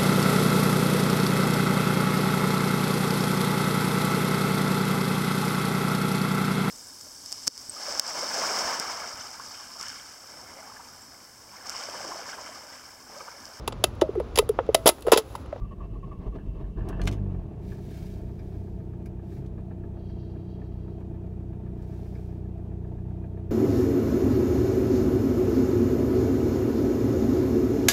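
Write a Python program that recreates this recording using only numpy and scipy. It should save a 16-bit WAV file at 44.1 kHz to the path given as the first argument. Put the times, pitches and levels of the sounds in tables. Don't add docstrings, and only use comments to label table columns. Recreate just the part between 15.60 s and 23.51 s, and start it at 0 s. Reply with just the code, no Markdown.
import sys
import numpy as np
from scipy import signal
from scipy.fft import rfft, irfft, next_fast_len
from scipy.io import wavfile

SR = 44100
rng = np.random.default_rng(int(sys.argv[2]) if len(sys.argv) > 2 else 0)


def output_pcm(signal):
    pcm = np.clip(np.atleast_2d(signal).T, -1, 1) * 32767
    wavfile.write(sys.argv[1], SR, np.round(pcm).astype(np.int16))


N = 348831
TIME = np.arange(N) / SR
CATCH_S, KEY_BACK_S = 1.16, 1.49
CALM_TIME_S = 1.37


def from_db(db):
    return 10 ** (np.asarray(db) / 20)


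def rms_one(x):
    return x / np.sqrt(np.mean(x ** 2) + 1e-20)


def in_time(rows):
    return np.interp(TIME, *np.transpose(rows))


def gain_at(spectrum, hz):
    points, db = np.transpose(spectrum)
    return from_db(np.interp(np.log(hz + 0.00092), np.log(points), db))


def butterworth(x, hz, kind, order=2):
    return signal.sosfilt(signal.butter(order, hz, kind, fs=SR, output="sos"), x)


def noise(spectrum):
    size = next_fast_len(N)
    hz = np.arange(size // 2 + 1) * SR / size + 1e-3
    ends = np.minimum(1, hz / spectrum[0][0]) ** 2 * np.minimum(1, spectrum[-1][0] / hz) ** 2
    white = rfft(rng.standard_normal(size))
    return rms_one(irfft(white * gain_at(spectrum, hz) * ends, size)[:N])


def drift(rate):
    return np.interp(TIME * rate, np.arange(4096), rng.standard_normal(4096))


def ring(force, hz, t60):
    r, w = np.exp(-np.log(1000) / (t60 * SR)), 2 * np.pi * hz / SR
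    return signal.lfilter([0, np.sin(w)], [1, -2 * r * np.cos(w), r * r], force + 1e-18)


def resonant_noise(modes):
    out = 0
    for hz, width, db in modes:
        t60 = np.log(1000) / (np.pi * width)
        once = ring(rng.standard_normal(N), hz, t60)
        out += from_db(db) * rms_one(ring(once, hz, t60))
    return rms_one(out)


def blows(rows):
    out = np.zeros(N)
    for s, db, *_ in rows:
        out[int(s * SR)] += from_db(db)
    return out


def fade(age, rise, t60):
    age = np.maximum(age, 0)
    return (1 - np.exp(-age / rise)) * np.exp(-np.log(1000) * age / t60)


def swell(rows, rise, t60):
    decay, soft = np.exp(-np.log(1000) / (t60 * SR)), np.exp(-1 / (rise * SR))
    return signal.lfilter([1 - soft], np.convolve([1, -soft], [1, -decay]), blows(rows) + 1e-18)


def onset(start, rise):
    return np.clip((TIME - start) / rise, 0, 1)


def hold(start, stop, rise, fall):
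    return onset(start, rise) * (1 - onset(stop, fall))


# frequency in Hz, relative spectral density in dB.
SHAKE_SPECTRUM = [(26, -29), (34, 6.5), (48, 2), (75, -1.5), (130, -2), (195, -4), (250, -17), (400, -15),
                  (520, -28), (900, -45.5)]
def mount_shake(racing, early_db=-38, idle_db=-44, race_db=4.5, calm_from_s=2.26):
    restless = np.exp(-np.maximum(TIME - calm_from_s, 0) / CALM_TIME_S)
    level_db = idle_db + (early_db - idle_db) * restless + race_db * racing
    return from_db(level_db) * noise(SHAKE_SPECTRUM)


# frequency in Hz, relative spectral density in dB.
GEAR_SPECTRUM = [(120, -17.5), (280, 3), (410, 2), (530, -11), (650, -4.5), (780, -13), (1100, -11.5),
                 (1450, -28.5), (1800, -28), (2200, -31), (2750, -32), (3600, -37.5), (7000, -53)]
# frequency in Hz, width in Hz, relative level in dB.
GEAR_MODES = [(2683, 130, 7), (2920, 240, 6), (1800, 230, -15)]
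# start in seconds, relative level in dB.
STROKES = [(.018, -21.5), (.112, -31), (.232, -28.5), (.31, -28), (.338, -36), (.43, -35), (.575, -30.5),
           (.665, -24.5), (.872, -25), (.95, -33), (1.03, -27), (1.165, -23)]
def starter(racing, base_db=-53, growth_db_per_s=2, race_db=7.5, ring_db=-28):
    strokes = butterworth(blows(STROKES), 200, "low")
    thumps = ring(strokes, hz=48, t60=0.35) + from_db(-4) * ring(strokes, hz=105, t60=0.14)
    level_db = base_db + growth_db_per_s * TIME * (TIME < KEY_BACK_S) + race_db * racing
    grinding = from_db(level_db + 5 * drift(35.49)) * noise(GEAR_SPECTRUM)
    flicker_db = 6 * np.tanh(drift(24.64))
    load = 1 + 25 * swell(STROKES, rise=0.0088, t60=0.044)
    ringing = from_db(level_db + ring_db + flicker_db) * load * resonant_noise(GEAR_MODES)
    turning = 1 - onset(1.86, 0.32)
    return thumps + turning * (grinding + ringing)


# frequency in Hz, relative spectral density in dB.
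HISS_SPECTRUM = [(100, 25.5), (1000, 9.5), (3000, 6), (5000, 0.5), (6200, 1.5), (8000, -2.5), (9300, 0.5),
                 (10400, -7), (12000, -2.5), (16000, -6.5)]
def hiss(level_db=-71):
    return from_db(level_db) * noise(HISS_SPECTRUM)


# centre in seconds, level in dB, half length in seconds.
CHIRPS = [(0.021, -55.5, 0.011), (0.052, -54, .009), (0.124, -48, 0.011), (0.215, -50.5, 0.013),
          (.242, -55, .014), (0.364, -56, 0.009), (0.44, -49, 0.011), (0.526, -48.5, 0.012),
          (0.558, -62, .012), (0.731, -55.5, .007)]
# frequency in Hz, relative spectral density in dB.
RASP_SPECTRUM = [(300, -4), (650, 6.5), (800, -5), (1100, 9), (1350, -34), (1800, -7), (2100, -16),
                 (2700, -14), (4000, -33)]
def chirps(pitch_hz=1140, scatter=0.0135, roughness=0.038, sag=0.027, rasp_db=-3):
    out = np.zeros(N)
    waver = roughness * drift(700)
    rasp = from_db(rasp_db) * noise(RASP_SPECTRUM)
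    pitches = pitch_hz * (1 + scatter * rng.standard_normal(len(CHIRPS)))
    for (centre, db, half), hz in zip(CHIRPS, pitches):
        near = np.abs(TIME - centre) < 4 * half
        offset = (TIME[near] - centre) / half
        cycles = np.cumsum(hz * (1 - sag * offset + waver[near])) / SR
        tone = np.sqrt(2) * np.sin(2 * np.pi * cycles)
        envelope = np.exp(-np.abs(offset) ** 4.2 / 2)
        out[near] += from_db(db) * envelope * (tone + rasp[near])
    return out


# start in seconds, relative level in dB.
KNOCKS = [(.785, -50), (1.04, -56), (1.173, -50), (1.207, -47.5), (1.297, -43), (1.325, -43), (1.36, -54),
          (1.395, -41), (1.578, -58), (2.118, -50)]
# frequency in Hz, relative spectral density in dB.
KNOCK_SPECTRUM = [(150, 3), (400, 19), (550, 5), (900, 6), (1400, 1), (1760, 8), (2100, -21), (2800, -8),
                  (3400, -20), (4200, -34), (8000, -38)]
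def knocks(gain_db=4):
    return from_db(gain_db) * swell(KNOCKS, rise=0.00058, t60=0.13) * noise(KNOCK_SPECTRUM)


def orders(firings, rate, response, wobble_db, count, lead_hz=40, trail_hz=260):
    out = 0
    for k in range(1, count + 1):
        hz = k * rate
        phase = (lead_hz / hz) ** 2 - np.minimum(hz / trail_hz, 1) ** 2
        gain = gain_at(response, hz) * from_db(wobble_db * drift(7))
        out += gain * np.cos(2 * np.pi * k * firings + phase)
    return rms_one(out)


# frequency in Hz, relative gain in dB.
BOOM_RESPONSE = [(30, -10), (44, 7.5), (52, 2.5), (61, 0.5), (92, 2.5), (101, 4.5), (122, -1), (152, -8),
                 (183, -6), (200, -3.5), (213, -29), (260, -40), (320, -52.5)]
def firing_boom(firings, rate):
    boom = orders(firings - 0.0017, rate, BOOM_RESPONSE, wobble_db=0.9, count=9)
    return onset(CATCH_S, rise=0.05) * boom


# frequency in Hz, relative spectral density in dB.
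CLATTER_SPECTRUM = [(90, -25), (150, -5), (230, 12), (272, 7), (330, 10), (430, 7), (520, -4), (590, -2),
                    (660, 3.5), (760, -7.5), (900, -4.5), (1080, -16.5), (1270, -18), (1530, -21),
                    (1720, -24), (1950, -21.5), (2200, -34.5), (2440, -20), (2600, -28.5), (3100, -31.5),
                    (3800, -35.5), (5500, -49.5), (15000, -57)]
# frequency in Hz, width in Hz, relative level in dB.
TAPPET_MODES = [(1710, 240, 0), (1250, 200, -2), (2350, 330, -9), (826, 350, 2)]
def block_clatter(firings, floor=0.64, uneven_db=5, cylinder_db=(1.5, -1.5, -1, 1), tappet_db=-7):
    index, age = np.divmod(firings - 0.11 + 1, 1)
    index, cylinders = index.astype(int), len(cylinder_db)
    strength = from_db(uneven_db * rng.uniform(-1, 1, N)[index])
    force = strength * from_db(cylinder_db)[index % cylinders]
    clatter = rms_one(noise(CLATTER_SPECTRUM) * (floor + force * fade(age, rise=0.14, t60=5.6)))
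    tick = fade((firings - 3.115) % cylinders, rise=0.11, t60=1.84)
    tappet = from_db(tappet_db + 3 * drift(8)) * strength * tick * resonant_noise(TAPPET_MODES)
    return onset(CATCH_S, rise=0.17) * (clatter + tappet)


# frequency in Hz, relative gain in dB.
DRONE_RESPONSE = [(140, -7), (185, 9), (215, 3), (270, -40.5), (305, -7), (338, 7.5), (366, -5.5),
                  (400, -1), (430, -2), (500, -52), (570, -46.5), (630, -17), (730, -13.5), (800, -31),
                  (950, -31)]
def block_drone(firings, rate, ragged_jitter=0.031, steady_jitter=0.00092):
    unsettled = np.exp(-np.maximum(TIME - CATCH_S, 0) / CALM_TIME_S)
    jitter = (steady_jitter + ragged_jitter * unsettled) * drift(30)
    drone = orders(firings - 0.46 + jitter, rate, DRONE_RESPONSE, wobble_db=1.0, count=31)
    return onset(CATCH_S, rise=0.58) * drone


# time in seconds, firings per second.
FIRING_RATE = [(1.1, 35.162), (1.42, 43.896), (1.55, 52.132), (1.85, 42.213), (2.05, 31.078),
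               (2.35, 31.885), (2.65, 30.896), (2.9, 31.719), (3.4, 30.439), (3.7, 31.095), (4.8, 30.704),
               (6.1, 30.62), (6.6, 30.232), (7.2, 30.451)]
# time in seconds, boom level in dB.
EFFORT = [(1.22, -30.5), (1.33, -38), (1.47, -25.5), (1.55, -29), (1.64, -27.5), (1.76, -31), (1.86, -40),
          (2.1, -38.5), (4.5, -36.5), (7.9, -34)]
def engine(idle_effort_db=-38):
    rate, effort_db = in_time(FIRING_RATE), in_time(EFFORT)
    firings = np.cumsum(rate) / SR
    swing_db = effort_db - idle_effort_db
    boom = from_db(effort_db) * firing_boom(firings, rate)
    drone = from_db(-45.5 + 0.32 * swing_db) * block_drone(firings, rate)
    clatter = from_db(-48 + 0.033 * swing_db) * block_clatter(firings)
    return boom + drone + clatter


# start in seconds, level in dB, low cutoff in Hz, T60 in seconds.
CLICKS = [(1.287, -44, 7460, 0.035), (1.416, -31, 1730, 0.015), (1.435, -53, 5500, 0.089),
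          (1.4548, -41, 5500, 0.011), (1.467, -44, 3000, 0.056), (1.4737, -22, 1580, 0.032),
          (1.485, -48, 900, 0.071), (1.5133, -43.5, 3960, 0.023), (1.524, -45.5, 2430, 0.092),
          (3.4577, -54.5, 9800, .043), (3.8617, -60, 4000, 0.043), (6.222, -63, 4000, .061)]
# frequency in Hz, relative spectral density in dB.
CLICK_SPECTRUM = [(300, 18), (1000, 12), (2400, 1), (3300, -1), (4500, -10), (6000, -7), (8000, -14.5),
                  (11000, -17), (14000, -22.5), (16000, -22)]
# frequency in Hz, relative level in dB, T60 in seconds.
COLUMN_MODES = [(1150, -9, 0.045), (1585, -2, 0.055), (1900, -7, 0.065), (2040, -10, 0.086),
                (2420, 3, 0.034), (3010, 0, 0.04), (4270, 3.5, 0.022), (6000, 1, 0.026)]
def clicks(rise_s=0.0006, ring_db=-14):
    out, crack = np.zeros(N), noise(CLICK_SPECTRUM)
    for start, db, low_hz, t60 in CLICKS:
        part = slice(int(start * SR), int(start * SR) + SR // 4)
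        burst = rms_one(butterworth(crack[part], low_hz, "high"))
        out[part] += from_db(db) * burst * fade(TIME[part] - start, rise_s, t60)
    hits = blows(CLICKS)
    for k, (hz, db, t60) in enumerate(COLUMN_MODES):
        out += (-1) ** k * from_db(ring_db + db) * ring(hits, hz, t60)
    return out


# centre in seconds, level in dB, half length in seconds.
SLIDES = [(2.11, -62.5, .055), (2.39, -60, 0.15), (2.858, -71, 0.29), (3.743, -66.5, 0.058),
          (6.368, -68.5, 0.13), (6.58, -69.5, 0.14)]
# frequency in Hz, relative spectral density in dB.
SLEEVE_SPECTRUM = [(500, -40), (1650, -2), (2450, 1), (3200, 2), (4800, 1.5), (6200, -1), (8000, -4.5),
                   (10500, -6), (13500, -4.5), (16000, -7.5)]
# frequency in Hz, width in Hz, relative level in dB.
TRIM_MODES = [(1697, 510, 8), (2300, 390, 6.5), (3730, 500, -7), (4930, 140, -1), (5680, 200, -4.5)]
# start in seconds, level in dB.
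TAPS = [(2.79, -52), (3.457, -49.5), (3.765, -58), (6.55, -52)]
# start in seconds, level in dB.
BUMPS = [(2.99, -46), (3.775, -26), (4.47, -31)]
def driver(grain_db=1.5, trim_db=-4):
    slide_power = sum(from_db(db) ** 2 * np.exp(-((TIME - s) / half) ** 2) for s, db, half in SLIDES)
    trim = resonant_noise(TRIM_MODES)
    rubbing = rms_one(noise(SLEEVE_SPECTRUM) + from_db(trim_db) * trim)
    rustle = np.sqrt(slide_power) * from_db(grain_db * drift(300)) * rubbing
    taps = swell(TAPS, rise=0.0034, t60=0.038) * trim
    return rustle + taps + ring(blows(BUMPS), hz=132, t60=0.23)


# frequency in Hz, width in Hz, relative level in dB.
SERVO_MODES = [(2800, 170, -3), (3220, 200, 1), (3920, 170, 0), (4180, 140, -8), (4450, 190, 0.5),
               (4730, 110, -5), (5600, 1200, -5)]
def flap_servo(start_s=4.33, stop_s=5.3, start_db=-70, sag_db_per_s=9):
    running = hold(start_s, stop_s, rise=0.097, fall=0.3)
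    level_db = start_db - sag_db_per_s * (TIME - start_s) + 2.5 * drift(40)
    return running * from_db(level_db) * resonant_noise(SERVO_MODES)


# delay in seconds, gain as a ratio.
REFLECTIONS = [(.0019, 0.16), (.0043, -0.11), (.0071, 0.16), (0.0113, .17), (0.0145, -.13)]
def cabin(x, above_hz=1200):
    treble = butterworth(x, above_hz, "high")
    return x + sum(gain * np.interp(TIME - delay, TIME, treble, left=0) for delay, gain in REFLECTIONS)


def scene():
    racing = hold(CATCH_S, KEY_BACK_S, rise=0.15, fall=0.12)
    machinery = engine() + mount_shake(racing) + starter(racing) + chirps() + knocks()
    interior = hiss() + clicks() + driver() + flap_servo()
    return cabin(machinery + interior)[None]


def record(dry, low_hz=16, high_hz=15700):
    dry = butterworth(dry, low_hz, "high", order=1)
    return signal.sosfilt(signal.ellip(10, .1, 90, high_hz, fs=SR, output="sos"), dry)


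dry = scene()
out = record(dry)
output_pcm(out)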